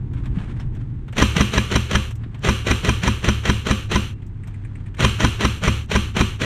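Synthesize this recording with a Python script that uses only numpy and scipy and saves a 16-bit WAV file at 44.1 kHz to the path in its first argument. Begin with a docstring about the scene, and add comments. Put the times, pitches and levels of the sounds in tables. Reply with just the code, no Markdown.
"""An electric airsoft rifle fires three runs of single shots in snowy woods, heard from right on the gun.
On each shot the motor spins up, the gears catch and draw the piston, and it slams home with a crack;
the shell rings, the frame shudders and the spring buzzes out. Between the runs sit rustling clothes,
small handling clicks and a faint burst from a distant gun, over a bed of low rumble and hum."""
import sys
import numpy as np
from scipy import signal
from scipy.fft import rfft, irfft
from scipy.io import wavfile

SR = 44100
rng = np.random.default_rng(int(sys.argv[2]) if len(sys.argv) > 2 else 0)


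def bounce(signal):
    """Save signal as a 16-bit WAV file at the path given by the first command-line argument."""
    frames = np.transpose(np.atleast_2d(signal))
    limited = np.clip(frames, -1, 1)
    pcm = np.round(limited * 32767).astype(np.int16)
    wavfile.write(sys.argv[1], SR, pcm)


N = 284424
TIME = np.arange(N) / SR
CYCLE = np.arange(-.1, .8, 1 / SR)  # seconds around one shot, with the slam at 0

# EQ curves of the low rumble, the rustle and the distant gun: freq_hz, gain_db
RUMBLE_EQ = [(20, 0), (36, 1), (65, -4.5), (130, 0.5), (160, -9), (290, -16.5), (400, -26), (640, -46.5),
             (900, -39.5)]
RUSTLE_EQ = [(450, -0.5), (1000, 1.5), (1700, 1.5), (3600, -10), (5000, -20.5), (8500, -21.5), (15000, -52)]
FAR_EQ = [(1300, -9), (1850, -0.5), (2300, 0.5), (3200, -16), (5500, -33), (8500, -14.5), (11000, -36)]
# sleeves and snow rustle as the shooter moves: start_s, hold_s, level_db
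RUSTLE_CUES = [(0.176, 0.087, -53), (0.379, 0.14, -47.5), (.6, 0.019, -49), (0.767, 0.052, -55),
               (2.205, 0.27, -59), (4.47, 0.42, -58.5)]
# plastic handling clicks: start_s, body_db, edge_db
CLICK_CUES = [(0.134, -39.5, -58), (0.167, -39, -69), (0.256, -32, -52), (0.384, -31.5, -62),
              (0.406, -40, -70), (0.598, -32, -55), (0.749, -44, -57), (1.08, -33.5, -58),
              (1.127, -30.5, -51), (2.108, -34.5, -45), (2.153, -43, -50), (2.235, -35, -64),
              (2.344, -33.5, -58), (4.22, -44, -66), (4.264, -59, -58), (4.472, -39, -50),
              (4.942, -37.5, -61)]
# EQ curves of a click's body and its bright edge: freq_hz, gain_db
CLICK_BODY_EQ = [(400, 0), (1000, 1.5), (1900, 0.5), (3400, -4.5), (5000, -23), (9000, -50)]
CLICK_EDGE_EQ = [(3000, -33), (5500, -5), (8500, -3.5), (10800, -23), (12200, -11), (15500, -23)]
# soft bumps as the gun is shouldered: start_s, pitch_hz, level_db, t60_s
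BUMP_CUES = [(.205, 39.5, -8, 0.14), (0.298, 42, -6, 0.098), (0.369, 176, -4.5, 0.05),
             (0.469, 90, -19, .08), (2.262, 242, -12.5, 0.018)]
# a small metal part clinks: start_s, pitch_hz, level_db, t60_s
CLINK_CUES = [(0.599, 5300, -48, 0.066), (.598, 5850, -56, 0.092)]
# piston slams, one for each pull of the trigger: time_s
SLAM_TIMES = [1.225, 1.41, 1.5806, 1.76, 1.9557, 2.4923, 2.7126, 2.8915, 3.0785, 3.2878, 3.498, 3.712,
              3.9598, 5.0484, 5.2479, 5.4522, 5.681, 5.9596, 6.2098, 6.4599]
# EQ curves of the gears, the piston's crack and the spring's buzz: freq_hz, gain_db
GEAR_EQ = [(120.0, 0), (200.0, 2), (280.0, -10.5), (390.0, -4.5), (760.0, -15.5), (1300.0, -12),
           (3200.0, -13.5), (4100.0, -19.5), (4900.0, -30.5), (5900.0, -22), (9300.0, -35), (10800.0, -50),
           (12200.0, -41), (15500.0, -55)]
CRACK_EQ = [(250.0, 0.0), (450.0, -8.5), (760.0, -17.5), (1020.0, -5), (2300.0, -18), (3600.0, -20.5),
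            (4200.0, -36), (4800.0, -33), (5900.0, -15.5), (6800.0, -32.5), (9300.0, -31.5), (10800.0, -65),
            (12300.0, -44), (15500.0, -53)]
SPRING_EQ = [(350.0, 0), (650.0, -15.5), (1250.0, -4.5), (2000.0, -9.5), (2900.0, -1), (4200.0, -13),
             (4700.0, -21.5), (6100.0, -13), (7000.0, -21.5), (7500.0, -17.5), (9700.0, -24.5),
             (10900.0, -36.5), (11900.0, -24.5), (15500.0, -46)]
# bending modes of the gun and its mount: pitch_hz, level_db, t60_s
FRAME_RINGS = [(54, -29, .45), (72.6, -20, .7), (110, -17.5, .58), (204, -14, .18), (220, -24, .2),
               (250, -17, .13), (334, -29, .2), (374, -24, .13), (440, -28, .05), (523, -35, .33)]
# modes of gearbox shell and barrel, then the longer ring of the spring: pitch_hz, level_db, t60_s
SHELL_RINGS = [(1011, -19, 0.057), (1060, -33, 0.032), (1485, -20.5, 0.045), (1693, -23, 0.057),
               (2030, -19.5, 0.06), (2420, -20, 0.042), (3167, -19.5, 0.039), (3510, -42, 0.048),
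               (3925, -22.5, 0.028), (5930, -23.5, 0.037), (1163, -37, 0.46), (3160, -35, .2),
               (4090, -35, 0.32), (2736, -38, 0.46), (3000, -40, .28)]
# the three hits of a cycle (gear catches piston, slam, rebound): offset_s, shell_db, frame_db
HITS = [(-.0425, -12, -16), (-.0018, -7.5, 0.5), (.001, -5, -38)]
# resonances and dips of the receiver around the gearbox: centre_hz, width_hz, gain_db
RECEIVER_BANDS = [(3110, 87, 3), (3500, 120, -4), (4115, 81, 5), (5210, 93, -7.5), (7520, 185, 11),
                  (7720, 310, -13), (9670, 580, 4.5)]

CATCH_S, IMPACT_S = HITS[0][0], HITS[1][0]
SLAM_SHARE = 0.5  # crack and ringing follow only this share of the shot-to-shot change in dB


def from_db(db):
    """Decibels to amplitude."""
    return 10 ** (np.asarray(db) / 20)


def unit_rms(x):
    """Scale a signal to rms 1."""
    return x / np.sqrt(np.mean(x ** 2) + 1e-20)


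def add(out, start_s, sound):
    """Mix a sound in at its cue."""
    i = max(round(start_s * SR), 0)
    out[i:i + len(sound)] += sound[:max(N - i, 0)]


def equalise(x, curve, size=4096):
    """Minimum-phase EQ along a curve, falling 20 dB an octave beyond its ends; comes out at rms 1."""
    hz, db = np.transpose(curve)
    freqs = np.maximum(np.fft.rfftfreq(size, 1 / SR), 5)
    octaves_outside = np.maximum(np.log2(hz[0] / freqs), 0) + np.maximum(np.log2(freqs / hz[-1]), 0)
    gain_db = np.interp(np.log(freqs), np.log(hz), db) - 20 * octaves_outside
    cepstrum = irfft(np.log(from_db(gain_db)))
    response = irfft(np.exp(rfft(2 * cepstrum[:size // 2], size) - cepstrum[0]))
    return unit_rms(signal.fftconvolve(x, response)[:len(x)])


def envelope(t, attack_s, hold_s, release_s):
    """Rises 60 dB per attack time up to t = 0, holds, then falls 60 dB per release time."""
    return from_db(60 * np.minimum(t, 0) / attack_s - 60 * np.maximum(t - hold_s, 0) / release_s)


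def ring(t, hz, db, t60):
    """A mode struck at t = 0."""
    t = np.maximum(t, 0)
    return from_db(db - 60 * t / t60) * np.sin(2 * np.pi * hz * t)


def drift(rate_hz):
    """A wandering random modulator at rms 1."""
    knots = rng.standard_normal(int(N / SR * rate_hz) + 2)
    return unit_rms(np.interp(TIME * rate_hz, np.arange(len(knots)), knots))


def grains(size, spread_db):
    """Dense tiny impacts of uneven strength."""
    noise = rng.standard_normal(size)
    return unit_rms(noise * from_db(spread_db * np.clip(rng.standard_normal(size), -2.5, 2.5)))


def click(curve, db, t60, rise_s, size=6000):
    """A short dying burst of tiny impacts."""
    t = np.arange(size) / SR
    shape = from_db(db - 60 * t / t60) * (1 - np.exp(-t / rise_s))
    return shape * equalise(grains(size, spread_db=2), curve)


def rumble(level_db=-31.5, swell_db=7, raise_at_s=0.37, raise_width_s=0.67):
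    """A bed of low noise that swells while the gun is raised."""
    raising = np.exp(-((TIME - raise_at_s) / raise_width_s) ** 2)
    return from_db(level_db + swell_db * raising) * equalise(rng.standard_normal(N), RUMBLE_EQ, 16384)


def hum(level_db=-30, start_hz=126.3, end_hz=100.2, glide_at_s=2.0, glide_width_s=1.3):
    """A wavering, lightly throbbing hum glides down once and settles."""
    glide = (1 + np.tanh((TIME - glide_at_s) / glide_width_s)) / 2
    throb_db = drift(10)
    pitch_hz = (start_hz + (end_hz - start_hz) * glide) * (1 + 0.0079 * drift(20))
    return from_db(level_db + throb_db) * np.sin(2 * np.pi * np.cumsum(pitch_hz) / SR)


def rustle(hiss_db=-60, flutter_db=2.5):
    """Sleeves and snow rustle unevenly over the faint hiss of the woods."""
    moves = sum(from_db(db) * envelope(TIME - s, attack_s=0.27, hold_s=hold_s, release_s=0.2)
                for s, hold_s, db in RUSTLE_CUES)
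    level = np.hypot(from_db(hiss_db), moves * from_db(flutter_db * drift(70)))
    return level * equalise(grains(N, spread_db=7), RUSTLE_EQ)


def far_rifle(start_s=4.434, period_s=.1066, count=6):
    """Another airsoft gun fires a short automatic burst among the trees."""
    out = np.zeros(N)
    for k in range(count):
        add(out, start_s + k * period_s, click(FAR_EQ, db=-39.5, t60=0.053, rise_s=0.0026))
    return out


def handling(body_trim_db=-6, trigger_lead_s=0.1):
    """Hands on the gun: bright-edged plastic clicks, the trigger before each shot, bumps and a clink."""
    out, t = np.zeros(N), TIME[:SR // 4]
    for s, body_db, edge_db in CLICK_CUES:
        add(out, s, click(CLICK_BODY_EQ, body_db + body_trim_db, t60=0.09, rise_s=0.00087))
        add(out, s, click(CLICK_EDGE_EQ, edge_db, t60=0.067, rise_s=0.0013))
    for s in SLAM_TIMES:
        add(out, s - trigger_lead_s, click(CLICK_EDGE_EQ, db=-47, t60=0.012, rise_s=0.00059))
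    for s, hz, db, t60 in BUMP_CUES + CLINK_CUES:
        soft_attack = 1 - np.exp(-t * hz)
        add(out, s, ring(t, hz, db, t60) * soft_attack)
    return out


def shot_gains_db(rested_db=3, loss_db=3.0, recovery_s=0.39):
    """A shot after a rest is loudest: each one takes some level from those that follow soon."""
    gaps_s = [s - np.array(SLAM_TIMES[:k]) for k, s in enumerate(SLAM_TIMES)]
    return np.array([rested_db - loss_db * np.exp(-gaps / recovery_s).sum() for gaps in gaps_s])


def gear_load(run_up_lead_s=0.057, tighten_db_per_s=57):
    """Gear envelope: they take up slack, catch the piston and work harder as the spring tightens."""
    since_catch, draw_s = CYCLE - CATCH_S, -CATCH_S
    run_up = envelope(CYCLE + run_up_lead_s, attack_s=0.037, hold_s=0.0033, release_s=0.025)
    catch = envelope(since_catch, attack_s=0.013, hold_s=0, release_s=0.022)
    draw = envelope(since_catch, attack_s=0.067, hold_s=draw_s, release_s=0.049)
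    strain_db = tighten_db_per_s * np.clip(since_catch, 0, draw_s)
    return from_db(-38) * run_up + from_db(-19.5) * catch + from_db(-22.5 + strain_db) * draw


def motor(mesh_hz=1931, lead_s=0.066, spin_up_s=.007, sag_per_s=0.49):
    """The pinion chirps up to speed, then whines and slows against the spring; the next gear growls."""
    running_s = CYCLE + lead_s
    speed = (1 - np.exp(-np.maximum(running_s, 0) / spin_up_s)) * np.maximum(1 - sag_per_s * CYCLE, 0)
    detune = 1 + rng.normal(0, 0.0092)
    phase = 2 * np.pi * np.cumsum(mesh_hz * speed * detune) / SR
    chirp = from_db(-37.5) * envelope(running_s - spin_up_s, attack_s=0.0083, hold_s=0, release_s=0.22)
    whine = from_db(-28) * envelope(CYCLE + 0.021, attack_s=0.045, hold_s=0.014, release_s=0.011)
    growl = from_db(-14.5) * gear_load()
    return (chirp + whine) * np.sin(phase) + growl * np.sin(phase / 3)


def clatter(shape, curve, gains_db, alike, spread_db, size=17000):
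    """Metal parts chatter under an envelope on every shot; `alike` is the share of power that repeats."""
    out = np.zeros(N)
    repeated = equalise(grains(size, spread_db), curve)
    for s, db in zip(SLAM_TIMES, gains_db):
        fresh = equalise(grains(size, spread_db), curve)
        chatter = np.sqrt(alike) * repeated + np.sqrt(1 - alike) * fresh
        add(out, s + CYCLE[0], from_db(db) * shape[:size] * chatter)
    return out


def spring_buzz(gains_db, rise_s=0.0056, coast_s=0.19):
    """The spring buzzes as long as the gears coast, fading with their speed."""
    speed = np.clip(1 - CYCLE / coast_s, 0, 1)
    buzz = from_db(-28) * np.clip(CYCLE / rise_s, 0, 1) * speed ** 1.2
    return clatter(buzz, SPRING_EQ, gains_db, alike=0.49, spread_db=5)


def piston_crack(gains_db):
    """The crack of piston and air, with a tail of rattle."""
    crack = from_db(-15) * envelope(CYCLE, attack_s=0.025, hold_s=0.0021, release_s=0.021)
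    rattle = from_db(-27.5) * envelope(CYCLE, attack_s=0.059, hold_s=0.0069, release_s=0.069)
    return clatter(crack + rattle, CRACK_EQ, gains_db, alike=0.2, spread_db=12.5)


def snaps(catch_db=-16.5, slam_db=-12, low_cut_hz=5000):
    """Metal meets metal with a very short bright snap at the catch and again at the slam."""
    out = np.zeros(N)
    for s in SLAM_TIMES:
        for offset_s, db in (CATCH_S, catch_db), (0, slam_db):
            add(out, s + offset_s, click(CRACK_EQ[2:], db, t60=0.011, rise_s=0.00022))
    return signal.sosfilt(signal.butter(2, low_cut_hz, "high", fs=SR, output="sos"), out)


def receiver(x):
    """The hollow gun body colours the mechanism with narrow peaks and dips."""
    for hz, width_hz, db in RECEIVER_BANDS:
        gain = from_db(db)
        b, a = signal.iirpeak(hz, hz / width_hz * np.sqrt(gain), fs=SR)
        x = x + (gain - 1) * signal.lfilter(b, a, x)
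    return x


def struck_part(modes, offsets_s, hits_db, vary_db):
    """A part rings from each hit of one cycle; neighbouring modes swing in opposite directions."""
    out = np.zeros(len(CYCLE))
    for k, (hz, db, t60) in enumerate(modes):
        mode = sum(ring(CYCLE - s, hz, db + hit_db, t60) for s, hit_db in zip(offsets_s, hits_db))
        out += (-1) ** k * from_db(rng.normal(0, vary_db)) * mode
    return out


def piston_blows(kick_db=-8.0, kick_s=0.0033):
    """The hits ring shell and frame; the piston's run and sudden stop jerk the gun back, forth, back."""
    offsets_s, shell_db, frame_db = zip(*HITS)
    metal = struck_part(SHELL_RINGS, offsets_s, shell_db, vary_db=4.5)
    shudder = struck_part(FRAME_RINGS, offsets_s, frame_db, vary_db=2.25)
    kick_time = (CYCLE - IMPACT_S) / kick_s
    kick = from_db(kick_db) * (1 - kick_time ** 2) * np.exp(-kick_time ** 2 / 2)
    return metal - shudder + kick


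def rifle():
    """Every shot: gears, crack, spring and snaps through the receiver, layered with blows and motor."""
    gains_db = shot_gains_db()
    gears = clatter(gear_load(), GEAR_EQ, gains_db, alike=0.16, spread_db=8.5)
    out = receiver(gears + piston_crack(SLAM_SHARE * gains_db) + spring_buzz(gains_db) + snaps())
    for s, db in zip(SLAM_TIMES, gains_db):
        add(out, s + CYCLE[0], from_db(SLAM_SHARE * db) * piston_blows() + from_db(db) * motor())
    return out


def widen_treble(mono, split_hz=11440, lean=0.67, scatter_db=-9, size=700):
    """Only the treble is stereo: its top leans right, and the gun body scatters it."""
    top = signal.sosfiltfilt(signal.butter(6, split_hz, "high", fs=SR, output="sos"), mono)
    treble = signal.sosfilt(signal.butter(3, split_hz, "high", fs=SR, output="sos"), mono)
    scattered = signal.fftconvolve(treble, rng.standard_normal(size) / np.sqrt(size))[:N]
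    side = lean * top + from_db(scatter_db) * scattered
    return np.array([mono - side, mono + side])


def scene():
    """The rifle and its handling up front, the distant gun and the bed behind."""
    foreground = rifle() + handling()
    background = far_rifle() + rumble() + hum() + rustle()
    return widen_treble(foreground + background)


def record(dry, low_cut_hz=12, ceiling=0.74, high_cut_hz=15500):
    """Shed the deepest bass, round off the highest peaks and cut the top."""
    dry = signal.sosfilt(signal.butter(1, low_cut_hz, "high", fs=SR, output="sos"), dry)
    rounded = dry / (1 + (dry / ceiling) ** 6) ** (1 / 6)
    return signal.sosfilt(signal.ellip(10, .2, 80, high_cut_hz, fs=SR, output="sos"), rounded)


dry = scene()
out = record(dry)
bounce(out)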